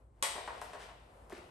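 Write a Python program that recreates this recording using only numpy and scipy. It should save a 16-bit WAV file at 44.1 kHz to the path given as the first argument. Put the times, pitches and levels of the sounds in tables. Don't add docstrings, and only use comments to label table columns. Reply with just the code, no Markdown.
import sys
import numpy as np
from scipy import signal
from scipy.fft import rfft, irfft, next_fast_len
from scipy.io import wavfile
from scipy.ndimage import uniform_filter1d

SR = 44100
rng = np.random.default_rng(int(sys.argv[2]) if len(sys.argv) > 2 else 0)


def log_audio(samples):
    frames = np.atleast_2d(samples).T
    limited = np.clip(frames, -1, 1)
    pcm = np.round(limited * 32767).astype(np.int16)
    wavfile.write(sys.argv[1], SR, pcm)


N = 66150
T = np.arange(N) / SR
FFT_SIZE = next_fast_len(2 * N)
HZ = np.maximum(np.arange(FFT_SIZE // 2 + 1) * SR / FFT_SIZE, 1)


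# t/s, level/dB
SMACK_HITS = [(0.2250, -3), (0.2338, -23)]
# f/Hz, level/dB
SMACK_EQ = [(100, -23), (300, -12.5), (560, 0), (750, -2), (950, 5.5), (1400, -1), (2000, 3.5),
            (2600, -3.5), (3500, -2), (5000, -5), (6300, -6), (8500, 2.5), (11500, -5), (15000, -12.5)]
# f/Hz, level/dB, t60/s
CRACK_MODES = [(887, -30.5, 0.0097), (1170, -36, 0.019), (1650, -34, .01)]
# f/Hz, level/dB, t60/s
METAL_MODES = [(567.5, -42, 0.38), (685, -46.5, 0.66), (745, -55, 1.74), (873, -41, 0.37),
               (1062, -45.5, 0.42), (1116, -42.5, 0.36), (1945, -51.5, 1.43), (2331, -57, 1.6),
               (2490, -53, 0.79), (2944, -48, 0.51), (3370, -47.5, 0.42), (3300, -43, 0.46),
               (3870, -51, 0.54), (5940, -52, .4), (6574, -49, 0.3), (8312, -43.5, 0.63), (9330, -42, 0.12)]

def floor_smack(room):
    right_lead_s = 0.000275
    hits = sum(contact(t, db, decay_s=0.0018, rise_share=1.2) for t, db in SMACK_HITS)
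    smack = place(colour(hits, SMACK_EQ), room, reverb_db=3.5, right_lead_s=right_lead_s)
    impulse = delay(1. * (T == 0), SMACK_HITS[0][0])
    crack = ring(impulse, CRACK_MODES)
    return smack + np.array([delay(crack, right_lead_s), crack]) + ring(impulse, METAL_MODES)


# t/s, relative level/dB, nominal decay/s, bass shelf/dB, treble shelf/dB
COIL_HITS = [(0.353, -11.5, 0.0115, 6.5, -5), (0.379, -12.5, 0.0098, 13, 1),
             (0.4738, -14.5, 0.0054, -21, 4.5), (0.477, -10, 0.0073, -8.5, -7.5),
             (0.504, -15, 0.003, -12.5, -23), (0.550, -20.5, 0.002, -2, -16),
             (0.6162, -13, 0.0022, -2.5, -0.5), (0.6224, -19, 0.0025, 3, -7), (0.730, -17, 0.0097, 10, 12),
             (0.744, -16, 0.0144, 12.5, 3.5), (0.887, -21.5, 0.015, -1.5, -0.5),
             (1.299, -23.5, 0.0069, 13, -6)]
# f/Hz, level/dB
KNOCK_EQ = [(100, -33.5), (240, -20.5), (480, 0), (950, 5), (1300, -1), (2000, -6.5), (3500, -18.5),
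            (6000, -29), (9000, -24), (14000, -41)]
# f/Hz, level/dB, t60/s
SHELL_MODES = [(475, -51.5, 0.2), (590, -46.5, 0.096), (739, -53.5, 0.11), (908, -52, 0.066),
               (1109, -45.5, 0.077), (1509, -50, 0.068), (1944, -45, .06)]

def coil_knocks(room):
    bass_shelf = 1 / (1 + (HZ / 500) ** 4)
    treble_shelf = 1 / (1 + (2600 / HZ) ** 2)
    scuffs = np.zeros(N)
    for t, db, decay_s, bass_db, treble_db in COIL_HITS:
        scuff = contact(t, db, decay_s, rise_share=0.33)
        scuffs += colour(scuff, KNOCK_EQ, bass_db * bass_shelf + treble_db * treble_shelf)
    knocks = scuffs + ring(scuffs, SHELL_MODES)
    return place(from_db(-4) * knocks, room, reverb_db=-1)


# t/s, level/dB
TICK_HITS = [(0.6156, -24.5), (0.6302, -55), (0.798, -42), (1.298, -34)]
# f/Hz, level/dB
TICK_EQ = [(300, -6), (2000, 2.5), (3500, 0), (5500, -2), (9000, 3.5), (12000, 2.5), (16000, -1.5)]

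def plastic_ticks(room):
    ticks = sum(contact(t, db, decay_s=0.00061) for t, db in TICK_HITS)
    return place(colour(ticks, TICK_EQ), room, reverb_db=3)


# t/s, level/dB, nominal decay/s
GRAB_HITS = [(1.3236, -20, 0.0056), (1.377, -29, 0.0061)]
# f/Hz, level/dB
GRAB_EQ = [(80, -21), (200, 4.5), (340, 5.5), (600, -9), (1200, -7), (1900, -23), (2800, -18.5),
           (6000, -28), (14000, -23)]
# f/Hz, level/dB, t60/s
THUMP_MODES = [(257, -49, 0.097), (356, -33.5, 0.063)]
# f/Hz, level/dB
CLACK_EQ = [(200, -11), (700, 9.5), (1250, -7), (1700, 6), (2050, 4), (2700, -15), (6000, -24),
            (14000, -42)]

def reel_grab(room):
    hits = sum(contact(t, db, decay_s, rise_share=0.33) for t, db, decay_s in GRAB_HITS)
    thump = colour(hits, GRAB_EQ)
    clack = colour(contact(t=1.3212, db=-25, decay_s=0.003), CLACK_EQ)
    return place(thump + ring(thump, THUMP_MODES) + clack, room, reverb_db=-8)


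# t/s, relative level/dB
SLIDE_FADER = [(0, -100), (0.2, -76), (0.45, -56), (0.65, -53.5), (0.785, -59), (0.805, -46.5),
               (0.86, -53.5), (0.93, -71), (1.0, -73), (1.28, -81), (1.315, -55.5), (1.35, -50.5),
               (1.41, -63.5), (1.45, -62.5), (1.5, -87)]
# f/Hz, level/dB
SLIDE_EQ = [(100, -18), (500, 5.5), (1000, 6), (2000, 4.5), (3200, -1), (4500, -5.5), (6500, -9),
            (9000, -8), (12000, -14), (15000, -93)]

def cord_slide(room):
    catches_per_s, catch_share = 1500, 0.58
    catches = unit_rms((rng.random(N) < catches_per_s / SR) * rng.standard_normal(N))
    rub = np.sqrt(catch_share) * catches + np.sqrt(1 - catch_share) * rng.standard_normal(N)
    slide = colour(rub * fader(SLIDE_FADER), SLIDE_EQ)
    return from_db(-6.5) * place(slide, room, reverb_db=1)


# t/s, level/dB
RUSTLE_FADER = [(0, -68.5), (0.12, -82), (0.2, -68.5), (0.32, -57), (0.9, -61.5), (1.05, -63),
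                (1.18, -59.5), (1.28, -61), (1.38, -57.5), (1.5, -59)]
# f/Hz, level/dB
RUSTLE_EQ = [(60, -10.5), (200, -1), (350, -4.5), (550, 3.5), (900, 0), (1400, -7.5), (2200, -15.5),
             (3500, -23.5), (6000, -29), (9000, -22), (14000, -24.5)]

def clothes_rustle():
    return fader(RUSTLE_FADER) * colour(diffuse_noise(), RUSTLE_EQ)


# f/Hz, level/dB
AIR_EQ = [(15, -39.5), (30, -22), (50, -0.5), (70, -5), (110, -10.5), (200, -23.5), (400, -21.5),
          (1000, -31), (3000, -66), (6000, -60), (8500, -47.5), (14000, -72)]

def room_tone():
    air = unit_rms(colour(diffuse_noise(), AIR_EQ))
    hum = np.sqrt(2) * np.sin(2 * np.pi * 51.5 * T)
    return from_db(-62) * air + from_db(-69.5) * hum


# f/Hz, left-right likeness (a correlation once clipped to just under 1)
STEREO_LIKENESS = [(50, 3.5), (150, 0.64), (320, 1.37), (800, 0.06), (2000, -0.08), (4500, 0.42),
                   (8000, 0.48)]

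def diffuse_noise():
    alike = np.clip(at_hz(STEREO_LIKENESS, HZ), -.99, .995)
    mid, side = rfft(rng.standard_normal((2, FFT_SIZE)))
    mid, side = mid * np.sqrt(1 + alike), side * np.sqrt(1 - alike)
    return unit_rms(irfft(np.array([mid + side, mid - side]), FFT_SIZE)[:, :N])


# f/Hz, t60/s
REVERB_TIMES = [(100, 0.13), (500, 0.83), (1000, 0.65), (2000, .58), (4000, 1.12), (8000, 0.26),
                (13000, 0.44)]

def garage_reverb():
    swell = 1 - np.exp(-(T / 0.0046) ** 2)
    spectrum = rfft(diffuse_noise() * swell * from_db(-60 * T / 0.78), FFT_SIZE)
    spectrum /= np.mean(abs(spectrum) ** 2, axis=0) ** 0.25
    centres = np.geomspace(100, 12800, 8)
    tail = 0
    for hz, one_hot in zip(centres, np.eye(len(centres))):
        octave = np.interp(np.log(HZ), np.log(centres), one_hot)
        band = irfft(spectrum * octave, FFT_SIZE)[:, :N]
        envelope = np.sqrt(uniform_filter1d(np.mean(band ** 2, axis=0), size=4001) + 1e-30)
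        held = band / envelope * np.std(band[:, :SR // 10])
        tail = tail + held * from_db(-60 * T / at_hz(REVERB_TIMES, hz))
    return unit_rms(tail * swell) / np.sqrt(N)


# delay/s, level/dB
REFLECTIONS = [(.0074, -15), (0.0098, -17.5)]

def place(x, room, reverb_db, right_lead_s=0):
    near = x + sum(from_db(db) * delay(x, s) for s, db in REFLECTIONS)
    reverb = signal.fftconvolve(x[None], room, axes=1)[:, :N]
    return np.array([delay(near, right_lead_s), near]) + from_db(reverb_db) * reverb


def contact(t, db, decay_s, rise_share=0):
    attack = 1 - np.exp(-(T + 1 / SR) / (rise_share * decay_s + 1e-6))
    envelope = attack * np.exp(-T / decay_s)
    burst = rng.standard_normal(N) * envelope
    for _ in range(3):
        spectrum = rfft(burst)
        burst = irfft(spectrum / (abs(spectrum) + 1e-20), N) * envelope ** 0.25
    return delay(from_db(db) * unit_rms(burst) / np.sqrt(N), t)


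def ring(x, modes):
    response = sum((-1) ** k * from_db(db - 60 * T / t60) * np.sin(2 * np.pi * hz * T)
                   for k, (hz, db, t60) in enumerate(modes))
    return signal.fftconvolve(x, response)[:N]


def colour(x, eq, extra_db=0):
    return minimum_phase(x, unit_rms(from_db(at_hz(eq, HZ) + extra_db)))


def minimum_phase(x, gain):
    cepstrum = irfft(np.log(gain), FFT_SIZE)
    cepstrum[1:FFT_SIZE // 2] *= 2
    cepstrum[FFT_SIZE // 2 + 1:] = 0
    return irfft(rfft(x, FFT_SIZE) * np.exp(rfft(cepstrum)), FFT_SIZE)[..., :N]


def at_hz(points, hz):
    freqs, values = np.transpose(points)
    return np.interp(np.log(hz), np.log(freqs), values)


def fader(points):
    return from_db(np.interp(T, *np.transpose(points)))


def delay(x, seconds):
    return np.concatenate([np.zeros(int(seconds * SR)), x])[:N]


def from_db(db):
    return 10 ** (np.asarray(db) / 20)


def unit_rms(x):
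    return x / np.sqrt(np.mean(x ** 2) + 1e-30)


def scene():
    room = garage_reverb()
    impacts = floor_smack(room) + coil_knocks(room) + plastic_ticks(room) + reel_grab(room)
    return impacts + cord_slide(room) + clothes_rustle() + room_tone()


# f/Hz, left minus right level/dB
MIC_BALANCE = [(100, 1), (330, -3.4), (620, 3), (1100, 5), (1700, 2.5), (3000, 4), (5000, 5.5), (8500, 1.8),
               (12000, -8.2)]

def record(dry):
    notch_hz, width_hz, notch_depth_db, cutoff_hz = 10130, 283, -28.5, 11950
    lean_db = at_hz(MIC_BALANCE, HZ) / 2
    notch_db = notch_depth_db * np.exp(-((HZ - notch_hz) / width_hz) ** 2)
    left = minimum_phase(dry[0], from_db(notch_db + lean_db))
    right = minimum_phase(dry[1], from_db(notch_db - lean_db))
    mono_share = 0.9 * (.5 + .5 * np.tanh((HZ - notch_hz) / width_hz))
    right = right + irfft(rfft(left - right, FFT_SIZE) * mono_share, FFT_SIZE)[:N]
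    lowpass = signal.ellip(8, .3, 70, cutoff_hz, fs=SR, output="sos")
    return signal.sosfilt(lowpass, np.array([left, right]))


dry = scene()
out = record(dry)
log_audio(out)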